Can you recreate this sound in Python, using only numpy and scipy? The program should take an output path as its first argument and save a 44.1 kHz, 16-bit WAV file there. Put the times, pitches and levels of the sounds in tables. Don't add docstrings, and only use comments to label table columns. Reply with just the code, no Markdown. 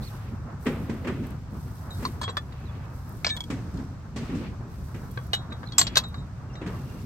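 import sys
import numpy as np
from scipy import signal
from scipy.fft import rfft, irfft
from scipy.io import wavfile
from scipy.ndimage import uniform_filter1d

SR = 44100
rng = np.random.default_rng(int(sys.argv[2]) if len(sys.argv) > 2 else 0)


def to_wav(sig):
    pcm = np.clip(np.atleast_2d(sig), -1, 1) * 32767
    pcm = np.round(pcm).astype(np.int16)
    wavfile.write(sys.argv[1], SR, pcm.T)


def elevation(decibels):
    levels = np.asarray(decibels, float)
    return 10 ** (levels / 20)


N = 310905

# (frequency [Hz], level [dB])
TRAFFIC = [(12, -43), (20, -18), (65, -1), (127, 0.5), (241, -9), (285, -14.5), (446, -22.5), (1260, -21.5),
           (2460, -28), (3440, -38), (5850, -39.5), (8180, -44.5), (9400, -55), (12800, -55.5),
           (16000, -58)]
# (time [s], level [dB])
TRAFFIC_NEARNESS = [(0.0, -49.5), (0.61, -52.5), (1.0, -49.5), (1.49, -52), (3.77, -52.5), (4.14, -59),
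                    (4.36, -48), (4.59, -55), (5.99, -52), (6.4, -53.5), (6.81, -49.5), (7.05, -53)]
# (frequency [Hz], correlation [-1..1])
PORT_LIKENESS = [(60, 1), (150, 0.98), (380, 0.93), (950, 0.52), (2380, 0.13), (5980, -0.16), (15000, 0.02)]
# (start [s], length [s], strength [dB], brightness [dB])
ECHO_ROLLS = [
    (0.0, 0.29, -52, -7),
    (.68, 0.64, -37.5, -21.5),
    (2.03, 0.17, -48, -26),
    (2.5, 0.36, -59.5, -1),
    (3.5, 0.16, -39.5, -41),
    (4.17, 0.3, -40, -11.5),
    (5.78, 0.21, -47.5, -3.5),
    (6.63, 0.4, -44, -18),
]
# (frequency [Hz], level [dB])
ECHO_TOP = [(1500, -3), (2700, -7.5), (3100, -12), (4600, -16.5), (6000, -26.5)]
# (time [s], peak [dB], bright part [dB], treble part [dB], body note [Hz])
BANGS = [(0.6559, -37.5, 8.5, -20, 200), (0.664, -15, -3.5, -24, 249), (0.894, -19, -11, -28.5, 223.5),
         (1.044, -33, 1.5, -23, 256), (1.071, -18, -3.5, -26, 248.6), (1.235, -28.5, -11, -29, 257.4),
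         (1.995, -45, 4, -15, 256), (2.024, -26.5, -6.5, -22, 256), (3.501, -19, -6.5, -21, 275.4),
         (3.738, -23, -36, -32, 276.5), (3.785, -27, -16.5, -29, 261), (4.16, -23, -7.5, -17.5, 229),
         (4.293, -25, -13, -35, 271.6), (4.35, -25, -22, -24, 287), (4.942, -29, -8, -26, 185.5),
         (6.613, -28.5, -5, -29, 313.4), (6.661, -26.5, -5, -24, 189)]
# (frequency [Hz], level [dB])
BANG_BODY = [(35, -53), (60, -11), (110, -5.5), (230, 0), (330, -10.5), (480, -19.5), (800, -30),
             (1800, -30), (3300, -80)]
# (frequency [Hz], level [dB])
BANG_EDGE = [(350, 17), (600, -2), (829, -6.5), (1940, -5.5), (3270, -9), (3650, -8), (8180, -12),
             (9490, -22.5), (15000, -32)]
# (frequency [Hz], level [dB])
GRASS_FIZZ = [(1760, -33), (3000, 4), (4900, 3), (6130, 2), (6570, -3.5), (8700, -2.5), (9870, -12),
              (12500, -4), (15200, -13.5), (16000, -9.5)]
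# (start [s], length [s], strength [dB], dullness [dB])
STEPS = [(0.0, 0.086, -61.5, 4.5), (.62, 0.055, -60.5, 0), (.8, 0.49, -72, 2), (1.53, 0.3, -66.5, 2.5),
         (1.92, 0.16, -62, 3.5), (2.3, 0.59, -78, 2), (2.92, 0.46, -69, 3), (3.4, 0.44, -76.5, 12.5),
         (4.18, 0.25, -75, 13.5), (4.7, 0.51, -69.5, 4), (5.2, 0.17, -78, 11), (5.55, .55, -77.5, 10.5),
         (6.67, .45, -68.5, 6.5)]
# (time [s], peak [dB])
STALK_SNAPS = [
    (1.2675, -43),
    (1.3054, -45.5),
    (3.0924, -44),
    (3.1243, -46),
    (3.1697, -46),
    (5.1138, -40.5),
    (5.2689, -47.5),
    (6.0854, -48),
]
# (time [s], pitch [Hz], level [dB])
NOTES = [
    [(.018, 3900, -52), (.035, 4470, -53), (.058, 4460, -57), (.075, 4250, -51), (.097, 3150, -53)],
    [(.02, 3300, -60), (.04, 4000, -55), (.055, 4350, -54)],
    [(2.645, 4010, -65), (2.665, 4070, -68), (2.69, 3440, -63), (2.71, 3450, -55)],
    [(5.655, 3900, -51), (5.675, 4220, -51), (5.682, 3300, -53), (5.69, 4070, -50), (5.697, 3600, -62),
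     (5.705, 3850, -59), (5.72, 3800, -55)],
    [(6.53, 5250, -64), (6.537, 5700, -63), (6.565, 5700, -64)],
]
# (start [s], end [s], pitch [Hz], rate [notes/s], level [dB])
TRILLS = [
    (.14, .52, 2650, 9.1, -71),
    (2.47, 2.95, 2550, 38, -69),
    (4.6, 4.85, 2450, 38, -76),
    (6.49, 7.0, 2750, 31, -68),
]

# (time [s], peak [dB], dull part [dB], bright part [dB], ring [dB])
LIFT = [
    (2.2138, -28.5, -1, -16, 4),
    (2.2310, -28, -2, -24, -1),
]
# (time [s], peak [dB], dull part [dB], bright part [dB], ring [dB])
SLIDE = [
    (2.2387, -29.5, -3, -26, 2),
    (2.2985, -45, -6, -24, 4.6),
    (5.7300, -45.5, -8.5, -24, 4),
]
# (time [s], peak [dB], dull part [dB], bright part [dB], ring [dB])
KNOCK = [
    (2.2785, -30.5, 11, -30, 4.5),
    (2.2919, -30, 8, -25, 3),
    (2.523, -41.5, 2.2, -20, -4),
]
# (time [s], peak [dB], dull part [dB], bright part [dB], ring [dB])
STRIKE = [
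    (2.3689, -21, 0.23, -18.5, 3.5),
    (2.3850, -32.5, 2, -20, -1),
]
# (time [s], peak [dB], dull part [dB], bright part [dB], ring [dB])
SWING = [
    (3.2458, -16, -5.5, -26, -1),
    (3.2658, -16, -7.5, -40, -1.5),
    (3.2790, -27, -8, -40, -4),
    (3.2914, -26.5, -14, -34, -2),
    (3.2980, -29, -10, -38, 1),
]
# (time [s], peak [dB], dull part [dB], bright part [dB], ring [dB])
HOOK = [
    (3.3040, -31.5, -9, -24, 8.9),
]
# (time [s], peak [dB], dull part [dB], bright part [dB], ring [dB])
PINGS = [
    (3.3654, -34.5, -5, 2, 3.5),
    (3.3710, -36.5, -1, -15, 8.7),
    (3.4051, -28.5, -4, -8, 3.2),
    (3.4381, -40, -17, -12, 2.7),
    (5.1094, -58, -1, 2, 2.7),
]
# (time [s], peak [dB], dull part [dB], bright part [dB], ring [dB])
NUDGE = [
    (2.0515, -25, 1, -17, 7),
    (3.7723, -42, -14, -26, -15),
    (5.721, -32, -20, -45, -1),
    (2.2880, -38, -14, -23, -6),
    (5.8127, -14.5, -5, -14, 0),
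    (5.8681, -19, -16.5, -37, -11),
    (5.8760, -28.5, -14, -43, -12),
    (4.1830, -40, -8, -30, -4),
    (6.6740, -43, -11, -30, -1),
]
# (time [s], peak [dB], dull part [dB], bright part [dB], ring [dB])
THUD = [
    (5.1738, -29.5, 9.1, -24, 4.2),
    (5.1880, -39, 14, -30, 4.6),
    (5.5210, -36, 12, -25, 3.2),
    (5.6310, -39, 6.6, -25, 2),
    (5.6390, -41, 8, -25, 2),
]
# (time [s], peak [dB], dull part [dB], bright part [dB], ring [dB])
CATCH = [
    (5.3327, -17.5, -0.1, -17, 4),
    (5.3455, -28, -1, -8, -8),
]
# (time [s], peak [dB], dull part [dB], bright part [dB], ring [dB])
FORK = [
    (1.9064, -42.5, -17, 12, 2),
    (5.5040, -56, -2, -7, 5),
    (5.5250, -44, 2, -6, 7.5),
    (6.0370, -37.5, -1, -23, 2.5),
    (6.1425, -32, 6, -30, -11),
    (6.1800, -59, 0, -22, 9),
    (6.1900, -56, 0, -22, 7),
    (6.5542, -37, 1, -41, -7),
]
# (time [s], peak [dB], dull part [dB], bright part [dB], ring [dB])
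DROP = [
    (5.7818, -7.5, -9.5, -9, 1),
    (5.7944, -16.5, -5.5, -24, 0),
]
# (time [s], peak [dB], dull part [dB], bright part [dB], ring [dB])
SEAT = [
    (5.9557, -12.5, -11, -24, -10.5),
    (5.9654, -20.5, 3.5, -30, -4),
    (5.9700, -7, -10.5, -16.5, -1.5),
    (5.9770, -12, -10.5, -16.5, -1.5),
    (5.9890, -28, -1, -28, 0),
]

# (frequency [Hz], level [dB], t60 [s])
LIFT_MODES = [(617, -2, .06), (1074, 6, .04), (1733, -3, 0.087), (3300, -1.5, .07), (3900, -5.5, .06),
              (4850, -8, .07), (6309, -8, 0.098), (7520, -11, .05), (8040, -4, .045), (9260, -16, .09)]
# (frequency [Hz], level [dB], t60 [s])
SLIDE_MODES = [(3337, 0.5, 0.17), (3700, -13, .04), (1000, -5, 0.0302), (7520, -15, 0.0305)]
# (frequency [Hz], level [dB], t60 [s])
KNOCK_MODES = [(470, -2.5, 0.065), (1065, 5.5, 0.042), (1810, -8, 0.033), (3900, -7, 0.045),
               (4200, -19, .03), (5900, -26, .03)]
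# (frequency [Hz], level [dB], t60 [s])
STRIKE_MODES = [(610, -7.5, .04), (1203, 4.5, 0.04), (1763, 0, .06), (1870, -7, 0.061), (3320, -5, .05),
                (3467, 1, 0.085), (3980, -13, .08), (4818, -14, .05), (8100, -20, .06)]
# (frequency [Hz], level [dB], t60 [s])
SWING_MODES = [(1000, -7, .022), (1750, -15, 0.45), (2293, 4.5, 0.032), (2296, -18.5, 0.46),
               (2820, -11, .22), (3340, -3, 0.093), (4150, 0, .06), (4600, 2, .035), (5040, 1, 0.026),
               (5760, -5, 0.048), (6400, -20, 0.28), (7520, -18, 0.39), (8070, -19, 0.25), (3920, -11, .1)]
# (frequency [Hz], level [dB], t60 [s])
HOOK_MODES = [(3720, 0, .15), (1750, -12, .3)]
# (frequency [Hz], level [dB], t60 [s])
PING_MODES = [(975, -11, .05), (2250, -16, 0.058), (3270, 3.5, .045), (3480, -9, 0.043), (5030, -16, .02)]
# (frequency [Hz], level [dB], t60 [s])
NUDGE_MODES = [(1081, 1, 0.0303), (2000, -7.5, .03), (3230, -21, .12), (3815, -7, .09), (4320, 9.5, 0.021),
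               (4750, 0, .03), (6100, -17, .027), (6340, -15, .045)]
# (frequency [Hz], level [dB], t60 [s])
THUD_MODES = [(487, -7, 0.058), (1146, -3.5, 0.057), (1576, 5, 0.027), (2213, -16, 0.036),
              (3335, -19.5, 0.18)]
# (frequency [Hz], level [dB], t60 [s])
CATCH_MODES = [(768, -12, 0.14), (1627, 11.5, 0.024), (2070, 1.5, 0.024), (2956, 7.5, 0.058),
               (3310, -13, 0.21), (3856, -4, 0.19), (3900, 5, 0.078), (4100, -18, 0.17), (5570, -28, .2),
               (6213, -10, 0.035), (7278, -19, 0.17), (8200, -19, 0.036)]
# (frequency [Hz], level [dB], t60 [s])
FORK_MODES = [(2950, -24, 0.054), (3827, 0, 0.18), (3870, -6, .06), (7300, -18, 0.11), (7500, -15, 0.036)]
# (frequency [Hz], level [dB], t60 [s])
DROP_MODES = [(698, -14, .06), (1933, -18.5, 0.097), (2850, -28.5, 0.28), (3360, -26, 0.51),
              (3800, -25.5, .25), (4273, -8, .045), (4650, -12, .08), (5520, -20.5, 0.12),
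              (6320, 0.5, .042), (7330, -11, 0.15), (7610, -0.5, .045), (9270, -37.5, .15),
              (11730, -30, .14), (12600, -22, .08)]
# (frequency [Hz], level [dB], t60 [s])
SEAT_MODES = [(554, -3.5, 0.026), (1044, -7.5, 0.046), (1604, -5.5, .03), (2640, -11, 0.044),
              (3300, -15.5, 0.15), (3860, -2.5, .07), (3937, 1, 0.1), (4400, -1, .035), (4680, -2, .045),
              (5410, -20, .09), (7284, -10, 0.09), (7634, -9.5, 0.037), (11720, -20, .09),
              (12700, -15, .03)]
BAR_HZ = np.array([3329, 3465, 3720, 3815, 3905, 6368, 7281, 7554])
# (frequency [Hz], level [dB])
CLANK = [(180, -35), (400, -15.5), (1000, -11.5), (2200, -5.5), (4200, 6.5), (7000, -13.5), (10200, -29),
         (12800, -24.5), (16000, -37)]
# (frequency [Hz], phase [rad])
LATCH_PHASE = [(500, .8), (1300, 1.7), (1600, 4.6), (2000, 6.6), (3400, 8.2), (4000, 11.1), (5000, 11),
               (6400, 12.9), (8500, 11), (13000, 10.5)]
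CHATTER_S = {"lift": 0.076, "slide": 0.044, "knock": 0.06, "strike": 0.042, "swing": 0.028, "hook": 0.044,
             "pings": .025, "nudge": 0.047, "thud": .03, "catch": 0.062, "fork": 0.046, "drop": 0.089,
             "seat": .05}
DAMPED_S = {"swing": 3.364, "hook": 3.356}


def evened(x):
    return x / np.sqrt(np.mean(x ** 2) + 1e-20)


def read(points, hz):
    f, value = np.transpose(points)
    return np.interp(np.log(hz + 1), np.log(f + 1), value)


def add(mix, s, sound):
    part = mix[..., round(s * SR):][..., :sound.shape[-1]]
    part += sound[..., :part.shape[-1]]


def coloured(x, spectrum, lo_hz=0, hi_hz=30000):
    hz = np.fft.rfftfreq(x.shape[-1], 1 / SR) + 1
    edges = 1 / (1 + (lo_hz / hz) ** 6) / (1 + (hz / hi_hz) ** 6)
    return evened(irfft(rfft(x) * elevation(read(spectrum, hz)) * edges, x.shape[-1]))


def pair(x, likeness=0.98):
    hz = np.fft.rfftfreq(x.shape[-1], 1 / SR)
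    same = np.clip(likeness * read(PORT_LIKENESS, hz), -1, 1)
    left, other = rfft(x)
    right = same * left + np.sqrt(1 - same ** 2) * other
    return irfft(np.array([left, right]), x.shape[-1])


def air():
    return pair(rng.standard_normal((2, N)))


def lumps(per_s, depth_db):
    width = int(SR / per_s)
    drift = uniform_filter1d(uniform_filter1d(rng.standard_normal(N), width), width)
    return elevation(depth_db * evened(drift))


def swells(rows, rise_s, fall_s, calm_db):
    t = np.arange(N) / SR
    power = np.ones((2, N)) * elevation(np.array(calm_db))[:, None] ** 2
    for start, length, db, tilt_db in rows:
        rise = np.clip((t - start) / rise_s + .5, 0, 1)
        fall = elevation(-20 * np.maximum(t - start - length, 0) / fall_s)
        power += (elevation(np.array([[db], [db + tilt_db]])) * rise * fall) ** 2
    return np.sqrt(power)


def traffic():
    near_db = np.interp(np.arange(N) / SR, *np.transpose(TRAFFIC_NEARNESS))
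    rumble_db = -36.5 + 0.092 * (near_db - near_db.mean())
    rumble = coloured(air(), TRAFFIC, 29, 174.4) * elevation(rumble_db) * lumps(25, 1.3)
    hiss = coloured(air(), TRAFFIC, 389, 1800) * elevation(near_db) * lumps(23, 2.43)
    top = coloured(air(), TRAFFIC, 3500)
    wind = coloured(rng.standard_normal((2, N)), TRAFFIC, 30.3, 90) * lumps(8, 3.1)
    return rumble + elevation(1.5) * hiss + elevation(-67.0) * top + elevation(-58) * wind


def echoes():
    low_gain, high_gain = swells(ECHO_ROLLS, rise_s=0.078, fall_s=0.085, calm_db=[-47, -66])
    low = coloured(air(), TRAFFIC, 171.5, 557) * low_gain * lumps(28, 3.47)
    high = coloured(air(), ECHO_TOP, 1700, 6000) * high_gain * lumps(40, 1.1)
    return low + high


def bang(s, db, bright_db, treble_db, hz):
    t = np.arange(SR // 2) / SR
    t60 = max(0.23 + 0.018 * (-14.5 - db), .05)
    boom = coloured(pair(rng.standard_normal((2, len(t)))), BANG_BODY)
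    boom += 1.33 * np.sin(2 * np.pi * hz * t)
    boom *= (1 - np.exp(-t / 0.0013)) * elevation(-60 * t / t60)
    edge = coloured(pair(rng.standard_normal((2, len(t))), 2.1), BANG_EDGE, 374, 3230)
    treble = coloured(rng.standard_normal((2, len(t))), BANG_EDGE, 2700)
    edge += elevation(treble_db - bright_db + 2.0) * treble
    edge_fall = elevation(-60 * t / (0.34 * t60)) + 0.31 * elevation(-60 * t / (2.1 * t60))
    edge *= (1 - np.exp(-t / 0.0025)) * edge_fall
    return s, elevation(db - 9.5) * (boom + elevation(bright_db + 4.5) * edge)


def birds():
    out = np.zeros(N)
    for rows in NOTES:
        s, hz, db = np.transpose(rows)
        t = np.arange(s[0], s[-1], 1 / SR)
        phase = 2 * np.pi * np.cumsum(np.interp(t, s, hz)) / SR
        tone = np.sin(phase) * elevation(np.interp(t, s, db))
        add(out, s[0], tone * lumps(270, 4.2)[:len(t)] * signal.windows.tukey(len(t), .3))
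    for start, end, hz, per_s, db in TRILLS:
        turn = (np.arange(0, end - start, 1 / SR) * per_s) % 1
        note = np.clip(turn / per_s / 0.042, 0, 1)
        tone = np.sin(2 * np.pi * np.cumsum(hz * (1.06 - 0.12 * note)) / SR)
        add(out, start, elevation(db) * lumps(37, 4.8)[:len(turn)] * np.sin(np.pi * note) ** 2 * tone)
    return np.array([out, elevation(7.5) * np.roll(out, 3)])


def rustle():
    snaps = elevation(2.2 * np.minimum(rng.exponential(1, N), 3.5)) * (rng.random(N) < 900 / SR)
    gate = 1 + 0.33 * signal.lfilter([1], [1, -.985], snaps)
    fizz_gain, swish_gain = swells(STEPS, rise_s=0.076, fall_s=0.28, calm_db=[-85.5, -70.5])
    fizz = coloured(air() * gate, GRASS_FIZZ, 8000) * fizz_gain
    swish = coloured(air() * gate, GRASS_FIZZ, 3500, 9500) * swish_gain
    return (elevation(8.0) * fizz + swish) * lumps(35, 0.63)


def stalks():
    out, t = np.zeros((2, N)), np.arange(1024) / SR
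    for s, db in STALK_SNAPS:
        snap = coloured(rng.standard_normal((2, 1024)), GRASS_FIZZ, 8700)
        add(out, s, elevation(db - 2.5) * snap * elevation(-60 * t / 0.032))
    return out


def clank(dull_db, bright_db):
    t = np.arange(2048) / SR
    hz, lead = np.transpose(LATCH_PHASE)
    grit = rng.standard_normal((2, 2048))
    shift = np.exp(-1j * np.interp(np.fft.rfftfreq(2048, 1 / SR), hz, lead))
    grit[1] = .65 * irfft(rfft(grit[0]) * shift) + .76 * grit[1]
    out = coloured(grit, CLANK, 2700, 7850)
    out += elevation(dull_db + 5.5) * coloured(grit, CLANK, 380, 1780)
    out += elevation(bright_db + 10.5) * coloured(grit, CLANK, 7800)
    return out * (1 - np.exp(-t / 0.00087)) * elevation(-60 * t / 0.021)


def steel_ring(modes, chatter, t):
    mode_hz, mode_db, ring_s = np.array(modes).T[..., None]
    bar_hz = np.take(BAR_HZ, abs(mode_hz - BAR_HZ).argmin(1))[:, None]
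    mode_hz = np.where(abs(mode_hz / bar_hz - 1) < .018, bar_hz, mode_hz)
    vibration = np.exp((2j * np.pi * mode_hz - np.log(1000) / np.clip(ring_s, .02, .8)) * t)
    drive = abs(np.exp(2j * np.pi * mode_hz * t[:2048]) @ chatter[:2048])
    lead = np.interp(mode_hz[:, 0], *np.transpose(LATCH_PHASE))
    ports = np.exp(-1j * np.array([0 * drive, lead])) * elevation(mode_db[:, 0]) / drive
    fade = np.minimum(8 * (1 - t / t[-1]), 1)
    ring = (ports @ vibration).imag * (1 - np.exp(-t / 0.00066)) * fade
    return signal.fftconvolve(chatter[None], ring, axes=1)[:, :len(t)]


def blow(row, modes, t60, damped_s):
    s, db, dull_db, bright_db, ring_db = row
    t = np.arange(12288) / SR
    impacts = rng.standard_normal(6144) * (rng.random(6144) < 2500 / SR)
    impacts[0] = 2.74
    chatter = impacts * elevation(-60 * t[:6144] / max(t60, .005))
    shiver = impacts * elevation(-18 - 60 * t[:6144] / 0.11)
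    clanks = signal.fftconvolve((chatter + shiver)[None], clank(dull_db, bright_db), axes=1)
    ring = steel_ring(modes, chatter, t) * elevation(-1500 * np.maximum(s + t - damped_s, 0))
    out = elevation(ring_db) * ring / abs(ring).max()
    add(out, 0, clanks / abs(clanks).max())
    return s, elevation(db + 2.5) * out


def latch():
    out = np.zeros((2, N))
    places = dict(lift=(LIFT, LIFT_MODES), slide=(SLIDE, SLIDE_MODES), knock=(KNOCK, KNOCK_MODES),
                  strike=(STRIKE, STRIKE_MODES), swing=(SWING, SWING_MODES), hook=(HOOK, HOOK_MODES),
                  pings=(PINGS, PING_MODES), nudge=(NUDGE, NUDGE_MODES), thud=(THUD, THUD_MODES),
                  catch=(CATCH, CATCH_MODES), fork=(FORK, FORK_MODES), drop=(DROP, DROP_MODES),
                  seat=(SEAT, SEAT_MODES))
    for place, (rows, modes) in places.items():
        for row in rows:
            add(out, *blow(row, modes, CHATTER_S[place], DAMPED_S.get(place, N / SR)))
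    return out * elevation(np.array([[.4], [-.4]]))


def scene():
    mix = traffic() + echoes() + birds() + rustle() + stalks()
    for row in BANGS:
        add(mix, *bang(*row))
    return mix + latch()


def roll_off(x):
    return signal.sosfilt(signal.butter(12, 16660, fs=SR, output="sos"), x)


def record(dry):
    hz, _, z = signal.stft(dry, SR, nperseg=1024, noverlap=768)
    band_db = 10 * np.log10(uniform_filter1d(abs(z) ** 2, size=12, axis=1) + 1e-20)
    loudest_db = band_db[:, hz > 2000].max(1, keepdims=True)
    masked = np.clip((loudest_db - 37 - band_db) / 4, 0, 1)
    weak = masked * (hz > 5500)[:, None] * (loudest_db > -56)
    kept = signal.istft(z * elevation(-22 * weak), SR, nperseg=1024, noverlap=768)[1][:, :N]
    band_limit = signal.firwin(1201, 15900, window=("kaiser", 8), fs=SR)
    limited = signal.oaconvolve(kept, band_limit[None], "same")
    return roll_off(limited)


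dry = scene()
out = record(dry)
to_wav(out)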